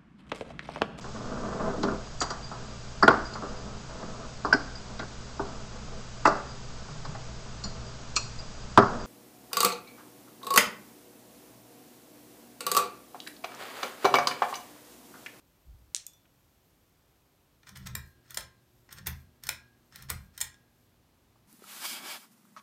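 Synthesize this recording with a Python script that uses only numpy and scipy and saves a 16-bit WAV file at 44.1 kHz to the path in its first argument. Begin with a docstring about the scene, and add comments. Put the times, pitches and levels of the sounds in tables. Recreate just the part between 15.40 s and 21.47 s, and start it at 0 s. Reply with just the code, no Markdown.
"""Ceiling fan pull chains

A small quiet room, one microphone close to the fan. Over a thin, fading hiss the chains' pendants knock
together and one chinks on a glass shade. The speed switch is pulled and let go three times: beads scrape
through the eyelet, the ratchet ticks and snaps, the housing rings and the tugged fan shudders on its
mount. From the first pull on, the motor hums faintly in the room tone."""
import sys
import numpy as np
from scipy import signal
from scipy.fft import rfft, irfft, next_fast_len
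from scipy.io import wavfile
from scipy.ndimage import uniform_filter1d

SR = 44100
rng = np.random.default_rng(int(sys.argv[2]) if len(sys.argv) > 2 else 0)


def waveform_to_disk(signal):
    """Save audio, clipped to [-1, 1], as 16-bit WAV at the path in sys.argv[1]."""
    frames = np.transpose(np.atleast_2d(signal))
    scaled = np.clip(frames, -1, 1) * 32767
    samples = np.round(scaled).astype(np.int16)
    wavfile.write(sys.argv[1], SR, samples)


N = 267819
TIME = np.arange(N) / SR
RING_TIME = TIME[:int(SR * .7)]

# room tone spectrum: (frequency [Hz], gain [dB])
AIR_COLOUR = [(12, -42), (20, -15.5), (48, 3), (142, 1), (241, -5.5), (270, -2), (485, -9.5), (527, -8.5),
              (574, -9), (1480, -15), (1660, -17), (3340, -18.5), (10500, -26), (12800, -21),
              (16000, -29.5)]
# handling bump spectrum: (frequency [Hz], gain [dB])
BUMP_COLOUR = [(20, -16), (52, 4.5), (80, 0), (140, -11.5), (250, -29), (600, -67)]
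# soft finger taps: (time [s], level [dB], band frequency [Hz])
FINGER_TAPS = [(.852, -57.5, 2570), (5.956, -49, 1000)]
# pendants knocking together: (time [s], relative level [dB])
KNOCKS = [(0.5479, 3), (.5573, -30.5), (0.5647, -4.5)]
# spectrum of a knock: (frequency [Hz], gain [dB])
KNOCK_COLOUR = [(240, -58), (400, -34.5), (777, -31), (1310, -24.5), (2320, -16.5), (4180, -5),
                (4800, -11.5), (5600, -0.5), (9470, -5), (13500, -47.5), (16000, -34)]
# beads jolted by the knocks: (time [s], level [dB])
BEAD_JOLTS = [(0.5471, -33), (0.5562, -33.5), (0.5607, -36.5)]
# pendant touching the shade: (time [s], ring level [dB], relative contact level [dB])
CHINKS = [(0.6657, -58, 17.5), (.734, -59.5, -7)]
# glass shade modes: (frequency [Hz], level [dB], t60 [s])
SHADE_MODES = [(3491, 0, 0.16), (5875, -0.5, 0.12), (7870, -15, 0.13), (9700, -17, 0.21), (11620, -9, 0.11),
               (12300, -10, 0.16), (13950, -13, 0.14)]
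# spectrum of a bead or pendant contact: (frequency [Hz], gain [dB])
CONTACT_COLOUR = [(1000, -26.5), (4500, -5.5), (6500, 4), (8200, 6.5), (10300, -7), (12000, 4.5),
                  (14000, -6), (16000, -32)]
# edges of the body, bite, edge and top bands: (frequency [Hz])
BAND_EDGES = [250, 2800, 6200, 10500, 17000]
# the room's reverberation, a row per band: (gain [dB], t60 [s])
ROOM_DECAY = [(-2.5, 0.29), (-6.5, 0.25), (-10.5, 0.22), (-7, 0.16)]
# pawl and bead ticks: (time [s], level [dB], tilt [dB per band])
TICKS = [(2.231, -73.5, -10), (2.27, -66, -10), (2.291, -55, -1), (2.358, -58, -4), (2.372, -55, 2),
         (2.4698, -48, 0), (2.906, -52.5, 3), (2.944, -47, 2), (3.007, -53, 1), (3.49, -73, -13.5),
         (3.526, -50.5, 2.8), (3.584, -57.5, -2.5), (4.036, -49, 2), (4.0685, -46, 1.5),
         (4.523, -69.5, -8.5), (4.558, -50.5, 1), (4.623, -56, 3.5), (4.695, -51.5, -4),
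         (4.977, -47.5, 1.5), (5.004, -44.5, 2), (5.023, -58, 7), (5.041, -56, 4), (5.142, -69.6, -6)]
# colour of all ticks, a value per band: (gain [dB])
TICK_COLOUR = [-2.5, 4, -0.5, -0.9]
# ratchet snaps, pull and release in turn:
# (time [s], body [dB], bite [dB], edge [dB], top [dB], base t60 [s], spring gain [dB], thud [dB])
SNAPS = [(2.5509, -37, -39, -36, -36.5, 0.0098, 2, -34.5),
         (2.9713, -36.5, -33.5, -31.5, -39, 0.017, 2.5, -44),
         (3.668, -39, -37, -40.5, -31.5, 0.047, -35, -32.5),
         (4.089, -32.5, -30, -30.5, -33.5, 0.0099, 6.5, -51),
         (4.7, -37.5, -36.5, -31.5, -33.5, 0.018, -14, -32),
         (5.0112, -39.5, -33.5, -26.5, -35, 0.016, 11.5, -59.5)]
# spectrum of the switch's crack: (frequency [Hz], gain [dB])
CRACK_COLOUR = [(200, -12.5), (450, -10), (640, -5), (850, -0.5), (2300, 0.5), (2750, -6.5), (3400, -3.5),
                (4600, -6), (6300, -0.5), (9600, 2), (10600, 1), (14000, 7.5), (16000, -7.5)]
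# switch housing modes: (frequency [Hz], width [Hz], gain [dB])
HOUSING_MODES = [(535, 16, 11.5), (864, 19, -33), (1070, 32.6, 2.5), (1406, 110, 4), (1860, 230, 8.5),
                 (2400, 73, 2.5), (3480, 380, -2.5), (4255, 180, 4.5), (5300, 170, 9.5), (6540, 155, 5.5),
                 (7110, 150, 1), (8390, 480, 8.5), (12200, 160, -16), (15000, 460, -2.5)]
# return spring and seat, struck hardest on release: (frequency [Hz], width [Hz], gain [dB])
SPRING_MODES = [(890, 100, -7.5), (1960, 180, -10.5), (2380, 57, 6), (3670, 550, -1), (5220, 83, -2),
                (7220, 110, 7), (9240, 200, -9.5)]
# lamp holder modes: (frequency [Hz], level [dB], t60 [s])
LAMP_MODES = [(1050, -20.5, 0.42), (1458, -21, 0.19), (1601, -22, 0.61), (1645, -24.5, 0.83),
              (1750, -34, 0.33), (4170, -26, 0.55)]
# chain sliding through the eyelet: (start [s], length [s], relative level [dB])
SLIDES = [(2.26, 0.035, -55.5), (2.351, 0.025, -47.5), (2.364, 0.097, -65), (2.456, 0.021, -42.5),
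          (2.832, 0.078, -67), (2.895, 0.031, -53.5), (3.503, 0.025, -51.5), (3.56, 0.038, -51),
          (3.658, 0.0105, -41), (4.02, 0.07, -55), (4.505, 0.15, -57), (4.684, 0.037, -45),
          (4.919, 0.18, -60)]
# load on the fan, a row per snap: (build-up [s], relative strain [dB], relative jolt [dB])
TUGS = [(0.29, -44, -47), (0.11, -59, -55.5), (0.2, -51, -41), (0.066, -53, -57.5), (0.19, -51.5, -42.5),
        (0.058, -63, -58)]
# ceiling mount modes: (frequency [Hz], width [Hz], gain [dB])
MOUNT_MODES = [(55.6, 9.1, -8), (77, 8.2, 4)]
# blade modes: (frequency [Hz], width [Hz], gain [dB])
BLADE_MODES = [(129.3, 6.5, 3), (135, 10.5, -3), (173, 46, -12.5), (192.4, 6.8, -5.5)]
# mains harmonics in the hum, a row per speed: (second [dB], fourth [dB], sixth [dB])
SPEED_HUMS = [(-70, -82.5, -77), (-71.5, -74, -81.5), (-81, -78.5, -92.5)]


def undb(db):
    """Decibels to gain."""
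    return 10 ** (np.asarray(db) / 20)


def unit(x):
    """Scale to an rms of one."""
    return x / np.sqrt(np.mean(x ** 2))


def noise():
    """White noise as long as the scene."""
    return rng.standard_normal(N)


def add(track, s, x):
    """Mix x into the track at s seconds."""
    i = int(s * SR)
    track[i:i + len(x)] += x[:N - i]


def fade(t60, t=RING_TIME):
    """Full level until t is zero, then a decay of 60 dB per t60."""
    return np.exp(-np.log(1000) * np.maximum(t, 0) / t60)


def swell(s, rise, hold, t60):
    """Envelope that starts at s seconds, rises, holds and decays."""
    t = TIME - s
    return np.clip(t / max(rise, 1e-3), 0, 1) * fade(t60, t - rise - hold)


def band(x, lo_hz, hi_hz):
    """Band-pass filter."""
    return signal.sosfilt(signal.butter(4, [lo_hz, hi_hz], "band", fs=SR, output="sos"), x)


def tint(x, points):
    """Causal filter whose gain follows (frequency [Hz], gain [dB]) points."""
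    size = 2 * next_fast_len(len(x))
    hz, db = np.transpose(points)
    freq = np.maximum(np.fft.rfftfreq(size, 1 / SR), 1)
    gain = undb(np.interp(np.log(freq), np.log(hz), db))
    cepstrum = irfft(np.log(gain))
    cepstrum[1:size // 2] *= 2  # fold to minimum phase
    cepstrum[size // 2 + 1:] = 0
    return irfft(rfft(x, size) * np.exp(rfft(cepstrum)))[:len(x)]


def resonate(x, modes):
    """Pass x through (frequency [Hz], width [Hz], gain [dB]) resonances."""
    size = next_fast_len(len(x))
    freq = np.fft.rfftfreq(size, 1 / SR)
    response = sum(undb(db) / (1 + 2j * (freq - hz) / width) for hz, width, db in modes)
    return irfft(rfft(x, size) * response, size)[:len(x)]


def room_tone(level_db=-67):
    """The still air of the room, mostly low rumble."""
    return undb(level_db) * unit(tint(noise(), AIR_COLOUR))


def grains(per_second):
    """Tiny clicks of uneven size at random moments."""
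    return unit(noise() * (rng.random(N) < per_second / SR))


def hiss_and_rustle():
    """A thin, high hiss holds, then slowly fades; loose chains rattle on pulls and swing on releases."""
    hiss = undb(-78) * swell(0, rise=0, hold=1.33, t60=8.9)
    rattle = undb(-71) * np.hanning(int(0.18 * SR))
    swing = undb(-79) * np.hanning(int(0.42 * SR))
    chains = np.zeros(N)
    for s, *_ in SNAPS[::2]:
        add(chains, s + 0.033, rattle)
    for s, *_ in SNAPS[1::2]:
        add(chains, s + 0.2, swing)
    colour = [(2000, -21.5), (5000, -2.5), (8500, -1), (10500, -6), (12700, 5.5), (16000, -8)]
    return (hiss + chains) * unit(tint(grains(per_second=3300), colour))


def handling():
    """A soft bump at the microphone as the arm reaches up, and dull finger taps."""
    bump = swell(0.25, rise=0.023, hold=0.015, t60=0.8)
    out = undb(-51) * bump * unit(tint(noise(), BUMP_COLOUR))
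    for s, db, hz in FINGER_TAPS:
        add(out, s, undb(db) * band(chatter(t60=0.068, hold=0.0028), hz / 2, hz * 1.35))
    return out


def chatter(t60, hold, rise=0.00021):
    """Small hard parts chatter in contact for a moment, then their vibration dies quickly."""
    t = RING_TIME[:6000]
    attack = 1 - np.exp(-t / rise)
    return rng.standard_normal(len(t)) * attack * fade(t60, t - hold)


def ring(modes):
    """Freely decaying modes; each blow weights them a little differently."""
    out = 0
    for hz, db, t60 in modes:
        gain = undb(db + rng.standard_normal())
        out = out + gain * fade(t60) * np.sin(2 * np.pi * (hz * RING_TIME + rng.random()))
    return out


def pendants():
    """Two light pendants clack and jolt their beads; one then chinks on a glass shade."""
    knocks, chinks = np.zeros(N), np.zeros(N)
    for s, db in KNOCKS:
        add(knocks, s, undb([db]))
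    for s, db in BEAD_JOLTS:
        beads = tint(chatter(t60=0.0085, hold=0.0019), CONTACT_COLOUR)
        add(chinks, s, undb(db) * band(beads, lo_hz=1800, hi_hz=10500))
    for s, db, contact_db in CHINKS:
        add(chinks, s, undb(db) * ring(SHADE_MODES))
        contact = tint(chatter(t60=0.011, hold=0.0014), CONTACT_COLOUR)
        add(chinks, s, undb(db + contact_db + 6.5) * contact)
    return undb(4) * tint(knocks, KNOCK_COLOUR) + chinks


def reflections(ceiling_delay_s=0.0047):
    """A diffuse room response that sets in around the bounce off the ceiling."""
    onset = np.clip(RING_TIME / ceiling_delay_s - .5, 0, 1)
    tail = 0
    for (db, t60), lo, hi in zip(ROOM_DECAY, BAND_EDGES, BAND_EDGES[1:]):
        envelope = onset * fade(t60)
        scatter = band(rng.standard_normal(len(RING_TIME)), lo, hi)
        tail = tail + undb(db) * scatter * envelope / np.linalg.norm(envelope)
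    return tail


def room_echo(x, stretches=14):
    """The blades turn and the microphone drifts, so each stretch of time has its own reflections."""
    out, start = np.zeros(N), 0
    for stretch in np.array_split(x, stretches):
        add(out, start / SR, signal.fftconvolve(stretch, reflections()))
        start += len(stretch)
    return out


def blow(levels, t60, hold, rise, housing_db, spring_db, damping):
    """One impact in the switch: a crack coloured by housing and spring; lower bands die more slowly."""
    onset = int(.006 * SR)  # the first 6 ms set each band's level
    out = 0
    for db, lo, hi in zip(levels, BAND_EDGES, BAND_EDGES[1:]):
        band_t60 = t60 * (9000 / hi) ** damping
        crack = tint(chatter(band_t60, hold, rise), CRACK_COLOUR)
        housing = undb(housing_db) * resonate(crack, HOUSING_MODES)
        spring = undb(spring_db) * resonate(crack, SPRING_MODES)
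        part = band(crack + housing + spring, lo, hi)
        out = out + undb(db) * part / np.sqrt(np.mean(part[:onset] ** 2))
    return out


def switch():
    """The pawl ticks over the ratchet and snaps into the next position; a pull thuds on the end stop."""
    out = np.zeros(N)
    for s, *levels, t60, spring_db, thud_db in SNAPS:
        snap = blow(levels, t60, hold=.0033, rise=.0008,
                    housing_db=-6.5, spring_db=spring_db, damping=.36)
        thud = band(chatter(t60=0.08, hold=0.0022), lo_hz=287, hi_hz=560)
        add(out, s, snap + undb(thud_db) * thud)
    bands = np.arange(len(TICK_COLOUR))
    for s, db, tilt_db in TICKS:
        levels = db + np.array(TICK_COLOUR) + tilt_db * (bands - bands.mean())
        tick = blow(levels, t60=.02, hold=.0015, rise=.0003, housing_db=-2.5, spring_db=-14, damping=.26)
        add(out, s, tick)
    return out


def lamp_holders():
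    """The body of every blow in the switch sets the lamp holders ringing."""
    out = np.zeros(N)
    for s, body_db, *_ in SNAPS:
        add(out, s, undb(body_db) * ring(LAMP_MODES))
    for s, db, _ in TICKS:
        add(out, s, undb(db + 2) * ring(LAMP_MODES))
    return out


def eyelet_scrape():
    """Beads rub over the eyelet in tiny slips as the pull builds, and the housing resonates."""
    pressure = np.zeros(N)
    for s, length, db in SLIDES:
        progress = np.linspace(0, 1, int(length * SR))
        add(pressure, s, undb(db) * progress ** 0.42 * signal.windows.tukey(len(progress), .3))
    colour = [(400, -11.5), (900, -7.5), (1400, 1), (2400, -4), (5500, -3.5), (9000, -13), (16000, -13)]
    rub = tint(pressure * grains(per_second=4500), colour)
    return undb(4.5) * rub + undb(2) * resonate(rub, HOUSING_MODES)


def sway(modes, lo_hz, hi_hz):
    """Irregular motion of low modes at an even strength."""
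    motion = band(resonate(noise(), modes), lo_hz, hi_hz)
    return motion / np.sqrt(uniform_filter1d(motion ** 2, size=1600))


def shudder():
    """Each tug's growing strain mostly shakes the blades; the snap's jolt mostly rocks the mount."""
    strain, jolt = 0, 0
    for (s, *_), (build, strain_db, jolt_db) in zip(SNAPS, TUGS):
        strain = strain + undb(strain_db) * swell(s - build, rise=build, hold=0, t60=0.1) ** 1.02
        jolt = jolt + undb(jolt_db) * swell(s, rise=0.015, hold=0.04, t60=0.44)
    mount = (undb(-4.5) * strain + undb(-.5) * jolt) * sway(MOUNT_MODES, lo_hz=40, hi_hz=102.9)
    blades = (strain + undb(-4) * jolt) * sway(BLADE_MODES, lo_hz=98, hi_hz=204)
    rumble = (undb(-17) * strain + undb(-22) * jolt) * unit(band(noise(), lo_hz=24, hi_hz=42))
    creak = undb(-26) * strain * unit(band(noise(), lo_hz=270, hi_hz=483))
    return mount + blades + rumble + creak


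def motor_hum(mains_hz=60, change_s=0.08):
    """Magnetic hum that starts with the first pull; each speed has its own balance of harmonics."""
    engaged = [np.clip((TIME - s) / change_s, 0, 1) for s, *_ in SNAPS[::2]] + [0]
    out = 0
    for harmonic, levels in zip((2, 4, 6), np.transpose(SPEED_HUMS)):
        rms = sum(undb(db) * (on - off) for db, on, off in zip(levels, engaged, engaged[1:]))
        out = out + rms * np.sqrt(2) * np.sin(2 * np.pi * (harmonic * mains_hz * TIME + rng.random()))
    return out


def scene():
    """Close by, in mono: switch, chains and pendants with their echo, over shudder, hum and room tone."""
    works = switch() + eyelet_scrape() + hiss_and_rustle()
    lamps = lamp_holders()
    clacks = pendants()
    echo = room_echo(works + lamps / 3 + undb(-1.5) * clacks)
    return (works + lamps + clacks + echo + room_tone() + shudder() + handling() + motor_hum())[None]


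def record(dry):
    """The microphone is a phone's, which cuts the top of the treble."""
    top_hz = 16200
    return signal.sosfilt(signal.ellip(8, .2, 60, top_hz, fs=SR, output="sos"), dry)


dry = scene()
out = record(dry)
waveform_to_disk(out)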